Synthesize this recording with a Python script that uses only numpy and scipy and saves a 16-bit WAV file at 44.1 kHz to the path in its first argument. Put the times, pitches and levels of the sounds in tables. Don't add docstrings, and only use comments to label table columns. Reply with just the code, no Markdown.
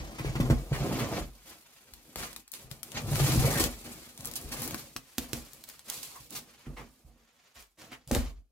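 import sys
import numpy as np
from scipy import signal
from scipy.io import wavfile
from scipy.ndimage import uniform_filter1d, map_coordinates

SR = 44100
rng = np.random.default_rng(int(sys.argv[2]) if len(sys.argv) > 2 else 0)


def waveform_to_disk(signal):
    frames = np.transpose(np.atleast_2d(signal))
    scaled = np.clip(frames, -1, 1) * 32767
    samples = np.round(scaled).astype(np.int16)
    wavfile.write(sys.argv[1], SR, samples)


N = 375291

# (frequency [Hz], time to fall by 60 dB [s])
ROOM_DECAY = [(100, 0.14), (300, 0.13), (1000, 0.12), (4000, 0.1), (13000, 0.096)]
# (frequency [Hz], likeness [0-1])
EAR_LIKENESS = [(100, 0.5), (400, 0.45), (1200, 0), (4000, 0.03)]
# (time [s], lead of the left ear [samples], left over right [dB])
HAND_PLACES = [(0, 10.5, 1), (1, 3, -1), (2.5, 4, 1), (3.7, 4.5, 0.5), (4.5, 5, 1), (5.3, -1, 0),
               (6.2, 2, -2), (7, 1, -2.5), (8.5, -2, -1.5)]

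# (frequency [Hz], bandwidth [Hz], relative level [dB])
SWAY_MODES = [(46.75, 4.5, 7), (65.8, 10.5, 7.5)]
# (frequency [Hz], bandwidth [Hz], relative level [dB])
LID_MODES = [(129, 10, -0.088), (139.3, 10.3, -0.91)]
# (frequency [Hz], bandwidth [Hz], relative level [dB])
PANEL_MODES = [(239.5, 12, 4.5), (264.9, 9.5, 2), (321, 38, 5.5), (401, 79, 2.5), (484.6, 40, 0),
               (554.5, 82, 3.5), (673, 74, 0.5), (768, 71, -3), (943, 170, -4.5), (1164, 120, -7.5)]

# (time [s], sway of the whole box [dB], boom of the lid [dB])
SHOVES = [(0.0, -37.5, -42), (.07, -46, -58), (0.199, -51, -35), (0.249, -34, -33), (0.289, -39, -33),
          (0.401, -42, -25), (0.44, -34, -30.5), (0.506, -23, -28), (0.711, -34, -29.5), (0.801, -39, -33),
          (1.199, -36.5, -54), (1.92, -55, -73), (2.159, -45.5, -66), (2.641, -54, -51.5),
          (2.709, -61, -46), (3.04, -50, -36), (3.079, -55.5, -33), (3.202, -43, -22.5), (3.301, -41, -45),
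          (3.341, -38.5, -26.5), (3.373, -31, -20.5), (3.62, -32, -45.5), (4.442, -41, -50),
          (4.582, -69, -49), (4.644, -69, -45), (4.724, -70, -46.5), (5.19, -46, -52.5),
          (5.362, -42.5, -59), (6.2, -60, -56), (6.667, -47, -43.5), (6.687, -41.5, -50),
          (7.045, -51.5, -59), (7.56, -56.5, -80.5), (8.07, -54, -53), (8.113, -31, -32.5),
          (8.17, -25.5, -44), (8.21, -38, -53), (8.271, -41, -55), (8.366, -54, -71)]
# (time [s], peak [dB], lid boom weight [dB], pitch of the struck panel [Hz])
KNOCKS = [(0.197, -26, -8, 354), (0.247, -21, -13, 400), (0.355, -21, 5, 330), (0.4, -15, -10, 264),
          (0.501, -10, -1, 317), (0.72, -20, 0, 400), (2.159, -30, -13, 480), (2.946, -31, 6, 269),
          (3.2, -18, -10, 494), (3.292, -23, -14, 238), (3.358, -21, -9, 250), (3.604, -16.5, -12, 307),
          (3.617, -22, -20, 337), (3.637, -28, -20, 340), (3.66, -22.5, -22, 314), (4.744, -31.5, -25, 320),
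          (4.96, -34.5, -3.5, 257), (5.182, -23.5, -28, 258), (5.332, -24, -6.5, 330),
          (6.667, -34.5, -10, 230), (6.679, -39, -13, 260), (6.7, -39, -20, 270), (6.733, -43, -18, 280),
          (7.919, -41, -5.5, 270), (8.111, -17.5, -20, 555), (8.119, -18, -19, 230),
          (8.154, -19.5, -19, 520), (8.164, -19.5, -22, 247), (8.207, -29, -20, 250)]

# (time [s], crackle [dB], scrape over crackle [dB], panels over crackle [dB])
RUSTLE = [(0.0, -60.5, 6, 5.5), (.66, -57.5, -5.5, 6.5), (1.33, -62, -9, -8), (1.66, -65, -2, -11.5),
          (2.12, -63, -7.5, -3.5), (2.4, -60, -8, -4), (2.47, -92, -11, -8), (2.6, -56.5, -4, -5.5),
          (2.8, -77, -12, 8.5), (2.93, -57.5, -2.5, 3), (4.15, -58.5, -10.5, -5.5), (4.9, -59.5, -14, -5.5),
          (5.05, -64, -5, -24), (5.3, -56, -8, -1.5), (5.84, -64.5, -6.5, -10), (5.89, -46, -6.5, -16),
          (6.24, -64, -27, -6), (6.5, -67, 3.5, -2), (6.95, -68.5, -5.5, -5.5), (7.08, -71.5, -11, 3.5),
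          (7.2, -80, 8, 7), (7.47, -75, 6.5, -15), (7.74, -85, -6, -4), (8.04, -78.5, 2, 3),
          (8.51, -100, -8.5, -7)]
# (start [s], length [s], crackle at full rise, without the swell [dB],
# swell over the stroke [dB], scrape over crackle [dB], panels over crackle [dB])
RUBS = [(1.44, 0.13, -47.5, -15, -3.5, -4), (1.9, 0.024, -69, -15, 2, -2),
        (2.04, 0.025, -54.5, -11, -13, 6), (6.66, 0.041, -74, -9, -6, 25.5), (6.76, 0.023, -55, -5, 0, 17),
        (7.54, 0.02, -44, -5, -1.5, -19), (7.77, 0.075, -53.5, -6.5, 4, 2.5),
        (7.88, 0.051, -64.5, -2, 9.5, 9), (8.07, 0.036, -43, -4, -12, -4.5)]
# (start [s], length [s], crackle at full rise, without the swell [dB],
# swell over the stroke [dB], scrape over crackle [dB], panels over crackle [dB])
CUTS = [(0.0, 0.028, -36, -10, 3, 16.5), (.18, 0.2, -53, -18, 15, 16), (.33, 0.13, -45, -7, 4.5, 17),
        (.49, 0.031, -34.5, -7, 6.5, 8), (.68, 0.35, -49, -1.5, 4.5, 15), (.96, 0.22, -46.5, -1.5, 4, 12.5)]
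# (start [s], length [s], crackle at full rise, without the swell [dB],
# swell over the stroke [dB], scrape over crackle [dB], panels over crackle [dB])
PEELS = [(2.158, 0.078, -41, -3.5, -1, -5.5), (2.363, 0.0067, -50.5, -10, -17, -21),
         (2.517, 0.043, -47.5, -3, -8.5, -17), (2.7, 0.015, -46, -6, -4.5, -3),
         (2.83, 0.14, -52, -10, -9.5, -6), (4.17, 0.39, -54.5, 0, -4.5, -1), (4.5, 0.23, -45, -2.5, -3, -2),
         (4.74, 0.094, -47.5, -4.5, -8, -6.5), (5.185, 0.024, -48, -0.5, -6, -22),
         (5.33, 0.011, -44, 0.5, -4.5, -6), (5.66, 0.039, -54, -0.5, -4, -18),
         (5.893, 0.34, -44.5, -13, -11, -23), (6.29, 0.066, -53, 7.5, -10, -7.5),
         (8.111, 0.053, -44, 3, 2.5, 4)]
# (time [s], crackle [dB], scrape over crackle [dB],
# panels over crackle [dB], lid over panels [dB])
RIP = [(2.9, -83.5, 7.5, -7, -16), (2.97, -49, 11, 5.5, -6), (3.04, -55, -9, 8.5, 9),
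       (3.13, -42, -1, 2.5, 9.5), (3.24, -34.5, -6, -4.5, 8.5), (3.42, -38, -4, 2.5, 3),
       (3.55, -38.5, -7.5, 1.5, 3.5), (3.645, -34, -6, -5, -10), (3.69, -53, 2, -7.5, -6),
       (3.79, -55, -13, -7, 2), (3.88, -51, -4.5, 3, -19), (4.1, -59, -5, -10, -17),
       (4.2, -92, -9.5, -3.5, -16)]

# (time [s], level before shaping [dB],
# dull part over bright part [dB], length [ms])
JERKS = [(0.1837, -38, 4, 18), (0.242, -44, 5, 50), (0.3522, -36, 7, 11), (0.401, -28.5, 1, 7.3),
         (0.4983, -30.5, 2.5, 14.2), (0.726, -40, 4, 48), (0.987, -36, 2, 32), (1.168, -37, 2, 11.4),
         (2.962, -37.5, 2.5, 12), (3.596, -23.5, -8, 13), (4.359, -24, -14, 6), (4.515, -36.5, -6.5, 24),
         (4.626, -35, -19.5, 24), (6.35, -37.5, -7.5, 31), (6.657, -52.5, 10, 17), (6.763, -50, 9, 57),
         (7.913, -48, 5.5, 36)]
# (time [s], level of the first 2 ms before panning [dB],
# dull part over bright part [dB], left over right [dB])
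SNAPS = [(1.937, -39.5, -11, 3), (2.1585, -31, -3.5, 3), (2.3303, -43, -7, -10), (2.363, -33.5, -8.5, 5),
         (2.4788, -46, -11, 1), (2.518, -33.5, -38, 8), (2.5382, -38, -9, -15), (2.7138, -38, -6, 13.5),
         (2.8315, -32.5, -11, 11), (2.9189, -48.5, -6.5, 28), (3.1573, -37, -4, 25), (3.2957, -44, -8, 4),
         (3.6403, -29, -6.5, 22.5), (4.1768, -39, -11, 0), (4.208, -39, -11.5, 5), (4.248, -34, -9, -3),
         (4.256, -27.5, -29, 8.5), (4.273, -30, -27, 0), (4.314, -38, -14, 11), (4.3376, -35.5, -13, 8),
         (4.357, -31, -20, -14), (4.414, -39, -27, 0), (4.441, -43, -20, 2), (4.62, -29, -42, 5),
         (4.677, -30.5, -16, 7), (4.7096, -33.5, -6, 5), (4.7451, -29, -3, 3.5), (4.9641, -27.5, -5.5, 1),
         (5.1827, -22.5, -6.5, -4), (5.3324, -28, -7, -13), (5.5337, -43.5, -23, 15),
         (5.6396, -39.5, -12.5, -6), (5.689, -41.5, -25, 16), (5.699, -42.5, -7, 8), (5.7934, -44, -9, 8),
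         (5.9, -31.5, -15, -19), (6.0311, -36.5, -13, -13), (6.3068, -48.5, -23, -28), (7.6256, -51, -8, 0),
         (7.819, -47, 0, 4), (8.076, -41, -16, 2), (8.114, -26, -4, 5), (8.1494, -22, -5.5, 5.5)]
# (time [s], pitch [Hz], level [dB])
STRIP = [(3.38, 2610, -84), (3.45, 2290, -43), (3.58, 1690, -43.5), (3.66, 1626, -101), (6.06, 837, -100),
         (6.12, 950, -57), (6.17, 1100, -55.5), (6.25, 1306, -110)]
# (frequency [Hz], relative level per Hz [dB])
SCRAPE_COLOUR = [(450, -5.5), (900, -4), (1400, -2.5), (2400, -2.5), (3600, -5), (7000, -7), (15000, -73)]
# (frequency [Hz], relative level per Hz [dB])
CRACKLE_COLOUR = [(1470, -18.5), (2500, -6.5), (2970, -8.5), (3130, -7.5), (4210, -5), (12100, -6.5),
                  (15200, -9), (16000, -19)]

# (rise [s], fall [dB/s], lid over panels [dB], sway over panels [dB])
BLADE = (0.22, 238, -3.5, -12.5)
GLUE = (0.0251, 198, -4, -7.5)
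PALM = (0.06, 227.5, -11.5, -12)

HUSH_DB = -99
EDGE_HZ = 16000
CONTACT_CYCLES = 0.19
SHOVE_S, SWING_S = 0.0052, 0.032
SHUDDER_DB, SHUDDER_FALL_DB_PER_S = -25, 175
SCATTER_DB = 27.5


def gain_of(db):
    return 10 ** (np.asarray(db) / 20)


def evened(x):
    return x / np.sqrt(np.mean(x ** 2) + 1e-20)


def read(points, hz):
    f, value = np.transpose(points)
    return np.interp(np.log(hz + 1), np.log(f + 1), value)


def column(table, index):
    rows = np.array(table)
    return np.interp(np.arange(N) / SR, rows[:, 0], rows[:, index])


def through(x, taps):
    return signal.oaconvolve(x, taps)[:N]


def colour(points):
    hz = abs(np.fft.fftfreq(4096, 1 / SR))
    log_gain = np.log(gain_of(np.maximum(read(points, hz), -100)))
    phase = -signal.hilbert(log_gain).imag
    taps = np.fft.ifft(np.exp(log_gain + 1j * phase)).real[:1024]
    return taps / np.linalg.norm(taps)


def tilted(dull_db):
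    middle = [(350, dull_db - 4.5), (900, dull_db + 5.5), (2200, dull_db + 4.5)]
    top = [(4200, 0.0064), (15500, -7.0 - 0.48 * dull_db)]
    return colour(middle + top)


def ring(modes):
    t = np.arange(SR // 4) / SR
    taps = sum(gain_of(db) * np.sqrt(width) * np.exp(-np.pi * width * t) * np.sin(2 * np.pi * hz * t)
               for hz, width, db in modes)
    return taps / np.linalg.norm(taps)


def slips(per_s, spread_db, clump_db, clump_s):
    size = gain_of(spread_db * np.minimum(rng.exponential(1, N), 4)) * rng.choice([-1., 1.], N)
    happens = rng.random(N) < per_s / SR
    clumps = evened(uniform_filter1d(rng.standard_normal(N), max(round(clump_s * SR), 2)))
    return evened(size * happens * gain_of(clump_db * np.clip(clumps, -2, 2)))


def wander(spread_db, pace_s):
    step = 100
    drift = rng.standard_normal(N // step + 2)
    drift = evened(uniform_filter1d(drift, max(round(pace_s * SR / step), 2)))
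    smooth = np.interp(np.arange(N) / step, np.arange(len(drift)), drift)
    return evened(gain_of(spread_db * smooth))


def hush():
    return gain_of(HUSH_DB) * rng.standard_normal((2, N))


def echoes(start_s):
    size = SR // 2
    taps = np.zeros((2, size))
    at = np.arange(round(start_s * SR), size - 20, 20)
    at = at + rng.integers(0, 20, (2, len(at)))
    np.put_along_axis(taps, at, rng.choice([-1., 1.], at.shape), 1)
    hz, t, (a, b) = signal.stft(taps, SR, nperseg=512)
    alike = np.clip(read(EAR_LIKENESS, hz), 0, 1)[:, None]
    bands = np.array([a, alike * a + np.sqrt(1 - alike ** 2) * b])
    decay = gain_of(-60 * t / read(ROOM_DECAY, hz)[:, None])
    tail = signal.istft(bands * decay, SR, nperseg=512)[1]
    return tail / np.linalg.norm(tail[0])


def room(x, turns_per_s):
    turn = 2 * np.pi * turns_per_s * np.arange(N) / SR
    out = np.zeros((2, N))
    for k in range(3):
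        share = np.sqrt(2 / 3) * np.cos(turn + 2 * np.pi * k / 3)
        out += signal.fftconvolve((x * share)[None], echoes(0.0023), axes=1)[:, :N]
    return out


def ears(x):
    n = np.arange(N)
    half_lead = column(HAND_PLACES, index=1) / 2
    half_pan_db = column(HAND_PLACES, index=2) / 2
    return np.array([gain_of(side * half_pan_db) * map_coordinates(ear, [n + side * half_lead], order=3)
                     for side, ear in zip((1, -1), x)])


def shoves():
    out = np.zeros(N + SR)
    push = signal.windows.hann(round(SHOVE_S * SR))
    first_swings = round(SWING_S * SR)
    sway = np.convolve(push, ring(SWAY_MODES))
    sway /= np.sqrt(np.mean(sway[:first_swings] ** 2))
    boom = np.convolve(push, ring(LID_MODES))
    boom /= np.sqrt(np.mean(boom[:first_swings] ** 2))
    for s, sway_db, lid_db in SHOVES:
        out[round(s * SR):][:len(sway)] += gain_of(sway_db) * sway + gain_of(lid_db) * boom
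    return out[:N]


def knocks():
    lid = ring(LID_MODES) + 0.36 * ring(SWAY_MODES)
    out = np.zeros(N + SR)
    for s, db, boom_db, panel_hz in KNOCKS:
        panel = ring([(hz, width, level - 21 * abs(np.log2(hz / panel_hz)))
                      for hz, width, level in PANEL_MODES])
        contact = signal.windows.hann(round(CONTACT_CYCLES * SR / panel_hz))
        blow = np.convolve(contact, panel + gain_of(boom_db) * lid)
        at = round(s * SR)
        out[at:at + len(blow)] += gain_of(db) * blow / abs(blow).max()
    return out[:N]


def drumming(panels, lid, rock):
    clump_db = 1.5
    sway = through(rock * slips(300, 1.1, clump_db, 0.035), ring(SWAY_MODES))
    boom = through(lid * slips(300, 2.4, clump_db, 0.048), ring(LID_MODES))
    force = panels * slips(1500, 3.0, clump_db, 0.022)
    energy = gain_of(np.array(PANEL_MODES)[:, 2]) ** 2
    drum = sum(np.sqrt(share) * through(force * wander(3.0, 0.072), ring([mode]))
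               for mode, share in zip(PANEL_MODES, energy / energy.sum()))
    return sway + boom + drum


def add(power, start, length, db, swell_db, rise, fall_db_per_s):
    part = power[round(start * SR):][:round((length + .45) * SR)]
    t = np.arange(len(part)) / SR
    shape_db = swell_db * np.minimum(t / length, 1) - fall_db_per_s * np.maximum(t - length, 0)
    part += (np.minimum(t / rise, 1) * gain_of(db + shape_db)) ** 2


def held(curve, lid_db):
    db = column(curve, index=1)
    scrape_db = db + column(curve, index=2)
    box_db = db + column(curve, index=3)
    return gain_of([db, scrape_db, box_db, box_db + lid_db, box_db + GLUE[3]]) ** 2


def efforts():
    power = np.zeros((5, N))
    for rows, (rise, fall, lid_db, sway_db) in ((CUTS, BLADE), (PEELS, GLUE), (RUBS, PALM)):
        for s, length, db, swell_db, scrape_db, box_db in rows:
            over_crackle_db = (0, scrape_db, box_db, box_db + lid_db, box_db + sway_db)
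            for line, over_db in zip(power, over_crackle_db):
                add(line, s, length, db + over_db, swell_db, rise, fall)
    panels = power[2]
    for s, db, _, _ in KNOCKS:
        add(panels, s, .01, db + SHUDDER_DB, 0, .003, SHUDDER_FALL_DB_PER_S)
    return np.sqrt(power + held(RIP, column(RIP, index=4)) + held(RUSTLE, PALM[2]))


def jerks():
    force = slips(6000, 2.5, 1.5, .006)
    out = np.zeros(N + SR)
    t = np.arange(SR // 5) / SR
    for s, db, dull_db, ms in JERKS:
        at = round(s * SR)
        shape = (1 - np.exp(-t / 0.0027)) * np.exp(-(1000 * t / ms) ** 2)
        burst = np.convolve(shape * force[at:at + len(t)], tilted(dull_db))
        out[at:at + len(burst)] += gain_of(db) * burst
    return out[:N]


def snaps():
    out = np.zeros((2, N + 4000))
    t = np.arange(1000) / SR
    for s, db, dull_db, pan_db in SNAPS:
        force = .12 * rng.standard_normal(1000) * np.exp(-t / .0028)
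        force[0] = 1
        click = np.convolve(force, tilted(dull_db))
        click /= np.sqrt(np.mean(click[:SR // 500] ** 2))
        at = round(s * SR)
        ear_db = db + np.array([[pan_db], [-pan_db]]) / 2
        out[:, at:at + len(click)] += gain_of(ear_db) * click
    return out[:, :N]


def strip(width_hz=600):
    turn = np.exp(2j * np.pi * np.cumsum(column(STRIP, index=1)) / SR)
    r = np.exp(-np.pi * width_hz / SR)
    slow = slips(4000, 2.3, 3.7, 0.027) / turn
    for _ in range(2):
        slow = signal.lfilter([1 - r], [1, -r], slow)
    return gain_of(column(STRIP, index=2)) * evened((turn * slow).real)


def tape(crackle, scrape):
    clump_db = 2.8
    force = slips(6000, 2.8, clump_db, 0.0078)
    side = gain_of(SCATTER_DB * np.clip(rng.standard_normal(N), -2, 2))
    pair = np.sqrt(2 / (1 + side ** 2)) * [side, np.ones(N)]
    glue = np.array([through(crackle * force * ear, colour(CRACKLE_COLOUR)) for ear in pair])
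    tearing = 0.35 * force + slips(2500, 2.33, clump_db, .015)
    fibres = through(scrape * tearing, colour(SCRAPE_COLOUR))
    return glue + fibres + strip()


def scene():
    glue, scrape, panels, lid, sway = efforts()
    box = drumming(panels, lid, sway) + knocks() + shoves()
    crackle = tape(glue, scrape) + jerks()
    cracks = snaps()
    far = gain_of(-7.5) * box + gain_of(1.55) * crackle.mean(0) + gain_of(-5.5) * cracks.mean(0)
    return ears(box + crackle + cracks) + room(far, turns_per_s=9.5) + hush()


def record(dry):
    cut = signal.sosfilt(signal.butter(4, 45, "highpass", fs=SR, output="sos"), dry)
    band = signal.firwin(511, EDGE_HZ, window=("kaiser", 9), fs=SR)
    return signal.oaconvolve(cut, band[None], "same")


dry = scene()
out = record(dry)
waveform_to_disk(out)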